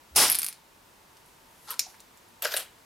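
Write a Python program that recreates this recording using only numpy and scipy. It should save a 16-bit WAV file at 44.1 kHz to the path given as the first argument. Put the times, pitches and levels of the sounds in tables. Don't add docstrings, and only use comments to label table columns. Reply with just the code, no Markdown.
import sys
import numpy as np
from scipy import signal
from scipy.fft import rfft, irfft, next_fast_len
from scipy.io import wavfile
from scipy.ndimage import uniform_filter1d

SR = 44100
rng = np.random.default_rng(int(sys.argv[2]) if len(sys.argv) > 2 else 0)


def natural_amplitude(level_db):
    exponent = np.asarray(level_db, float) / 20
    return 10 ** exponent


def materialize(psi):
    bounded = np.clip(np.atleast_2d(psi).T, -1, 1)
    quanta = np.round(bounded * 32767).astype(np.int16)
    wavfile.write(sys.argv[1], SR, quanta)


N = 125685
TIME = np.arange(N) / SR
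BLAST_S = .1594

# frequency_hz, side_over_mid_db
ROOM_WIDTH = [(60, -32), (150, -32), (380, -15.5), (950, -9.5), (2380, -13), (5980, -6.5), (15000, -21.5)]


def unit(x):
    return x / np.sqrt(np.mean(x ** 2) + 1e-20)


def along(points, hz):
    f, v = np.transpose(points)
    return np.interp(np.log(hz + 1), np.log(f + 1), v)


def filtered(x, response):
    m = next_fast_len(x.shape[-1] + 4096)
    spectrum = rfft(x, m) * response(np.fft.rfftfreq(m, 1 / SR))
    return irfft(spectrum, m)[..., :x.shape[-1]]


def body(peaks):
    def response(f):
        total = 0
        for k, (centre, width, db) in enumerate(peaks):
            damping = 1j * f * width
            total = total + (-1) ** k * natural_amplitude(db) * damping / (centre * centre - f * f + damping)
        return total
    return response


def lifted(peaks, db):
    return [(hz, width, level + db) for hz, width, level in peaks]


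def stereo(pair, width):
    side = filtered(pair[1], lambda hz: natural_amplitude(along(width, hz)))
    return np.array([pair[0] + side, pair[0] - side])


def fading(fades, size, hold, patchy_db):
    hz, t, z = signal.stft(rng.standard_normal((2, size)), SR, nperseg=128)
    patches = unit(uniform_filter1d(rng.standard_normal(z.shape[1:]), size=3, axis=0))
    fall_db = -60 * np.maximum(t - hold, 0) / along(fades, hz)[:, None]
    return signal.istft(z * natural_amplitude(fall_db + patchy_db * patches), SR, nperseg=128)[1][:, :size]


def room(x, wet_db):
    # frequency_hz, t60_s
    late_fades = [(300, 0.14), (2000, 0.35), (6000, 0.27), (14000, 0.13)]
    early_t60_s, late_db, build_up_s = 0.021, -16.5, 0.0037
    t = np.arange(SR // 4) / SR
    tail = fading(late_fades, SR // 4, 0, patchy_db=4.0)
    tail = tail * (natural_amplitude(late_db) + natural_amplitude(-60 * t / early_t60_s)) * np.minimum(t / build_up_s, 1) ** 2
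    echoes = signal.fftconvolve(x[None], tail / np.linalg.norm(tail[0]), axes=1)
    return natural_amplitude(wet_db) * stereo(echoes, ROOM_WIDTH)


def add(out, s, x):
    i = round(s * SR)
    out[:, i:i + x.shape[1]] += x[:, :N - i]


def strikes(hits, contact_s, wet_db, crack_db, top_hz=13500, edge=2.43):
    # centre_hz, width_hz
    contact_band = (2170, 11700)
    swell_s = .0006
    bench_s, bench_db = .0044, -13
    blur = 1.6
    out, t = np.zeros((2, N)), np.arange(2048) / SR

    def soft(hz):
        return 1 / (1 + .7j * hz / top_hz - (hz / top_hz) ** 2)

    def crack(hz):
        return body([(*contact_band, crack_db)])(hz) * hz / (hz - 1500j)

    for s, db, peaks in hits:
        chatter = rng.standard_normal(len(t)) * np.minimum(t / 0.00051, 1) * natural_amplitude(-60 * t / contact_s)
        push = chatter + edge * (t == 8 / SR)
        direct = body(peaks)
        diffuse = body([(hz, blur * width, level) for hz, width, level in peaks])
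        ring, spread = filtered(
            push[None], lambda hz: soft(hz) * (crack(hz) + np.array([direct(hz), diffuse(hz)])))
        ring = ring * (1 - np.exp(-(t / swell_s) ** 2))
        ring = natural_amplitude(db) * ring / np.abs(ring).max()
        add(out, s, ring[None])
        add(out, s + bench_s, natural_amplitude(bench_db) * ring[None])
        add(out, s, room(unit(spread) * np.std(ring), wet_db))
    return out


def swept_level(points, gain_db, release_s):
    s, db = np.transpose(points)
    return natural_amplitude(gain_db + np.interp(TIME, [s[0] - .01, *s, s[-1] + release_s], [-90, *db, -90]))


def rub(force, peaks, rough_db, gain_db):
    grain = natural_amplitude(rough_db * unit(uniform_filter1d(rng.standard_normal(N), size=60)))
    noise = filtered(grain * rng.standard_normal((2, N)), body(peaks))
    return stereo(unit(noise), ROOM_WIDTH) * swept_level(force, gain_db, release_s=.03)


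def air():
    # frequency_hz, level_db_per_hz
    hiss = [(15, -29), (25, -1.5), (313, -1.5), (433, -3), (878, -6), (1390, -7), (10700, -15),
            (15200, -16), (16500, -38)]
    # frequency_hz, width_hz, level_db
    hum = [(887, 11, 11.4), (956, 150, 1.4)]
    # frequency_hz, side_over_mid_db
    hiss_width = [(60, -21), (180, -8.5), (550, -3), (1650, -1.5), (4970, -6), (15000, -17)]
    level_db, duck_db, recover_s = -58, -2.5, 0.27
    noise = filtered(rng.standard_normal((2, N)),
                     lambda hz: natural_amplitude(along(hiss, hz)) * (1 + np.abs(body(hum)(hz))))
    gain_db = duck_db * (TIME > BLAST_S) * np.exp(-np.maximum(TIME - .5, 0) / recover_s)
    return natural_amplitude(level_db + gain_db) * stereo(unit(noise), hiss_width)


def bench_thump():
    out, t = np.zeros((2, N)), np.arange(SR // 4) / SR
    swing = np.sin(2 * np.pi * 69 * t) * (t / 0.031) * np.exp(1 - t / 0.042)
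    add(out, 0.11, natural_amplitude(-50.5) * swing * np.ones((2, 1)))
    return out


def gas_blast():
    # frequency_hz, level_db_per_hz
    jet = [(24, -54), (40, -26), (444, -10), (770, -6.5), (1630, -9), (5180, -6.5), (6490, -12), (9940, -9),
           (16000, -21.5)]
    # frequency_hz, width_hz, level_db
    barrel = [(860, 110, -1.5), (5300, 400, -2), (10800, 1500, 2.5)]
    # frequency_hz, t60_s
    gas_fades = [(60, 0.93), (200, 0.25), (1000, 0.3), (3000, 0.48), (10000, 0.28)]
    rise_s, hold_s, blast_db, sear_db = 0.053, 0.074, -18, -42.5
    gas = fading(gas_fades, SR // 2, hold_s, patchy_db=1.5)
    gas = filtered(gas, lambda hz: natural_amplitude(along(jet, hz)) * (1 + np.abs(body(barrel)(hz))))
    rise = np.minimum(np.arange(SR // 2) / SR / rise_s + 0.59, 1) ** 2
    gas = gas / np.std(gas[0, :2048]) * rise
    out = np.zeros((2, N))
    add(out, BLAST_S, natural_amplitude(blast_db) * stereo(gas, ROOM_WIDTH))
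    add(out, BLAST_S - .009, natural_amplitude(sear_db) * gas[:, 999:1399])
    return out


def muzzle_cracks():
    # start_s, peak_db
    cracks = [
        (.1594, -8),
        (.1626, -5.5),
        (.1678, -6.5),
        (.1733, -11),
        (.1765, -9),
    ]
    # frequency_hz, width_hz, level_db
    muzzle = [(800, 230, -11), (2200, 390, -10), (5170, 520, -3.5), (10180, 920, -0.5), (12200, 720, -8.5)]
    return strikes([(s, db, muzzle) for s, db in cracks], contact_s=0.0049, wet_db=-8, crack_db=-10.0)


def pellet():
    # start_s, peak_db, rim_hz, rim_db, wall_knock_db
    bounces = [(.2818, -13, 12300, -4, -12), (.2992, -4.5, 11800, 0, -15), (.3167, -10, 11200, 16, -6),
               (.3180, -12, 11200, 16, -6), (.3248, -11, 10800, 0, -7), (.3298, -19, 11200, 14, -2),
               (.3466, -13, 11600, -4, -3), (.3518, -9, 11300, -6, -8), (.3640, -25, 12900, -3, 0),
               (.3869, -10, 11900, -5, -10), (.3890, -12, 11500, -7, -17), (.3941, -14, 12300, -10, -13),
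               (.4064, -27, 11400, -6, -7), (.4179, -17, 10900, -8, -5), (.4303, -16, 12100, 9, 3),
               (.4311, -16, 11800, 9, 3), (.4446, -14, 11100, -11, -8), (.4641, -15, 11700, -8, -5),
               (.4800, -29, 11800, -4, 2), (.4853, -18, 11100, -15, -8), (.4977, -33, 10600, -2, -1),
               (.5150, -39, 11600, -8, 7), (.5270, -31, 11500, -12, 1), (.5414, -41, 11500, -12, 5)]
    # frequency_hz, width_hz, level_db
    trap_walls = [(1400, 700, -10), (2450, 500, -4), (3400, 500, -9), (4400, 500, -1), (5150, 500, -4),
                  (6500, 600, -5), (7750, 500, -6)]
    # frequency_hz, width_hz, level_db
    trap_pings = [(9700, 420, 1), (12750, 700, -6)]
    hits = []
    for s, db, rim_hz, rim_db, knock_db in bounces:
        rim = (rim_hz, 377, rim_db)
        hits.append((s, db, lifted(trap_walls, knock_db) + [trap_pings[0], rim, trap_pings[1]]))
    return strikes(hits, contact_s=0.0025, wet_db=-3.5, crack_db=-22, top_hz=14500, edge=8.)


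def single_mode_ticks():
    # start_s, peak_db, frequency_hz, width_hz
    tick_rows = [(1.169, -46, 4500, 3020), (1.2596, -50, 10300, 2970), (1.866, -43, 760, 79),
                 (1.943, -43.5, 1630, 500), (1.997, -45, 3800, 900), (2.0028, -37.5, 5500, 4000),
                 (2.173, -46, 7300, 3000), (2.283, -54, 9900, 805), (2.421, -32, 2800, 180),
                 (2.4226, -25.5, 7000, 9000), (2.5668, -24, 4500, 4000), (2.429, -37, 600, 130),
                 (2.449, -28.5, 545, 111), (2.4585, -28, 570, 111), (2.5424, -27.5, 590, 110),
                 (2.568, -56, 603, 130), (2.588, -34, 600, 130)]
    hits = [(s, db, [(hz, width, 0)]) for s, db, hz, width in tick_rows]
    return strikes(hits, contact_s=0.0099, wet_db=-1.5, crack_db=-37.5, edge=8.)


def palm_slide():
    # time_s, force_db
    grip = [
        (1.27, -66),
        (1.36, -79),
        (1.5, -74.5),
        (1.68, -58.5),
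        (1.78, -79),
        (1.9, -60.5),
        (2.0, -77),
    ]
    # frequency_hz, width_hz, level_db
    palm = [(6000, 10000, -11), (11500, 2100, -3)]
    return rub(grip, palm, rough_db=0.5, gain_db=3.0)


def lever_opening():
    # time_s, force_db
    opening = [
        (1.668, -60.5),
        (1.692, -39.5),
        (1.736, -43.5),
        (1.752, -52.5),
        (1.785, -56.5),
    ]
    # frequency_hz, width_hz, level_db
    open_body = [(500, 230, -11.5), (980, 160, -1.5), (1280, 430, -3), (4500, 1800, -7.5),
                 (11100, 1500, -12)]
    return rub(opening, open_body, rough_db=4.5, gain_db=-1)


def groan(rows, waver_hz, rough_db):
    s, hz, db = np.transpose(rows)
    waver, rough = [unit(uniform_filter1d(rng.standard_normal(N), size=150)) for _ in range(2)]
    pitch_hz = np.interp(TIME, s, hz) + waver_hz * waver
    tone = np.sin(2 * np.pi * np.cumsum(pitch_hz) / SR)
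    return tone * natural_amplitude(rough_db * rough) * swept_level(np.transpose([s, db]), gain_db=1.5, release_s=.01)


def pivot_groans():
    # time_s, pitch_hz, level_db
    groans = [
        [(1.676, 1422, -50), (1.692, 1382, -57), (1.702, 1357, -46), (1.714, 1320, -45), (1.728, 1394, -55),
         (1.745, 1340, -54), (1.76, 1335, -59)],
        [(1.68, 891, -66), (1.688, 860, -43), (1.698, 888, -63), (1.715, 980, -57), (1.723, 1042, -47.5),
         (1.736, 914, -45.5), (1.748, 963, -56), (1.775, 990, -58)],
    ]
    return sum(groan(rows, waver_hz=54.3, rough_db=1.5) for rows in groans)


def steel_snaps():
    # start_s, peak_db, spring_db
    snaps = [
        (1.7055, -18, 6),
        (1.7176, -27, 0),
        (2.4227, -16, 4),
        (2.5663, -11.5, -9),
        (2.5714, -14, -9),
        (2.5732, -21, -6),
        (2.5824, -24, -6),
        (2.6015, -26, -7),
    ]
    # frequency_hz, width_hz, level_db
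    thin_steel = [(3570, 2300, -2), (5500, 3000, -2), (9280, 2400, 1), (11340, 720, 2.5)]
    # frequency_hz, width_hz, level_db
    spring = [(12250, 1000, -2), (13600, 1000, -9)]
    hits = [(s, db, thin_steel + lifted(spring, high_db)) for s, db, high_db in snaps]
    return strikes(hits, contact_s=0.0048, wet_db=-0.5, crack_db=-14, top_hz=17400, edge=6.0)


def latch():
    # start_s, peak_db
    latch_hits = [
        (1.7905, -42),
        (1.7929, -8),
        (1.7938, -9),
        (1.7953, -14),
        (1.8012, -23),
        (1.8052, -21),
    ]
    # frequency_hz, width_hz, level_db
    latch_body = [(2490, 410, -10.5), (3900, 340, -1.5), (5500, 710, 0.5), (7190, 450, 2),
                  (9200, 730, -4.5), (11540, 2600, -8), (13600, 660, -6.5)]
    hits = [(s, db, latch_body) for s, db in latch_hits]
    return strikes(hits, contact_s=0.0061, wet_db=-5.5, crack_db=-19, top_hz=15500, edge=5.5)


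def lever_shutting():
    # time_s, force_db
    shutting = [
        (2.422, -41),
        (2.445, -31),
        (2.5, -41.5),
        (2.525, -32.5),
        (2.55, -39),
        (2.565, -35.5),
        (2.61, -38),
        (2.69, -70),
    ]
    # frequency_hz, width_hz, level_db
    shut_body = [(570, 170, -1.5), (1410, 500, -3), (4000, 3100, -6), (12270, 510, 0), (13900, 1100, -9)]
    return rub(shutting, shut_body, rough_db=2.2, gain_db=-2.0)


def lever_clacks():
    # start_s, peak_db, stock_over_steel_db, knock_hz, clank_hz
    clacks = [(2.4232, -28, 0, 1250, 4500), (2.4479, -16, -9, 2400, 5100), (2.4522, -17, 10, 1800, 3150),
              (2.4552, -16, 10, 1620, 4300), (2.4672, -22, 6, 1600, 4800), (2.4835, -29, 6, 2000, 4500),
              (2.5098, -32, -3, 1700, 5100), (2.5185, -27, -4, 2200, 5300), (2.5212, -29, 7, 1700, 4500),
              (2.5392, -16, 7, 1480, 4400), (2.5651, -20, 6, 2150, 3400)]
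    # frequency_hz, width_hz, level_db
    stock = [(570, 49, -9), (1230, 82, -15.5)]
    # frequency_hz, width_hz, level_db
    frame = [(2800, 360, -27.5), (5900, 700, -14), (7300, 370, -12), (9800, 250, -11.5), (11800, 160, -18)]
    hits = []
    for s, db, stock_db, knock_hz, clank_hz in clacks:
        contact = [(knock_hz, 220, stock_db), (clank_hz, 500, 0)]
        hits.append((s, db, lifted(stock, stock_db) + contact + frame))
    return strikes(hits, contact_s=0.0067, wet_db=-3.5, crack_db=-29.0, edge=3.0)


def hinge_squeal():
    # time_s, force_db
    squeal = [
        (2.515, -70),
        (2.54, -38),
        (2.562, -43),
    ]
    # frequency_hz, width_hz, level_db
    hinge = [(9000, 210, -7), (12800, 190, -3), (14100, 700, -12)]
    return rub(squeal, hinge, rough_db=1.5, gain_db=2.5)


def lever():
    small_hz = 378
    slide = palm_slide() + lever_opening() + pivot_groans() + lever_shutting() + hinge_squeal()
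    left = natural_amplitude([[.6], [-.6]])
    parts = (slide + steel_snaps() + lever_clacks()) * left + latch() + single_mode_ticks()

    def radiation(hz):
        ratio = small_hz / (hz + 1)
        return 1 / (1 - 1.2j * ratio - ratio ** 2)

    return filtered(parts, radiation)


def scene():
    return air() + bench_thump() + gas_blast() + muzzle_cracks() + pellet() + lever()


def low_pass(x):
    return signal.sosfilt(signal.butter(12, 16970, fs=SR, output="sos"), x)


def record(dry):
    mix = filtered(dry, lambda hz: np.where(hz < 15950, 1, natural_amplitude(-36) * (hz < 16950)))
    return low_pass(mix)


dry = scene()
out = record(dry)
materialize(out)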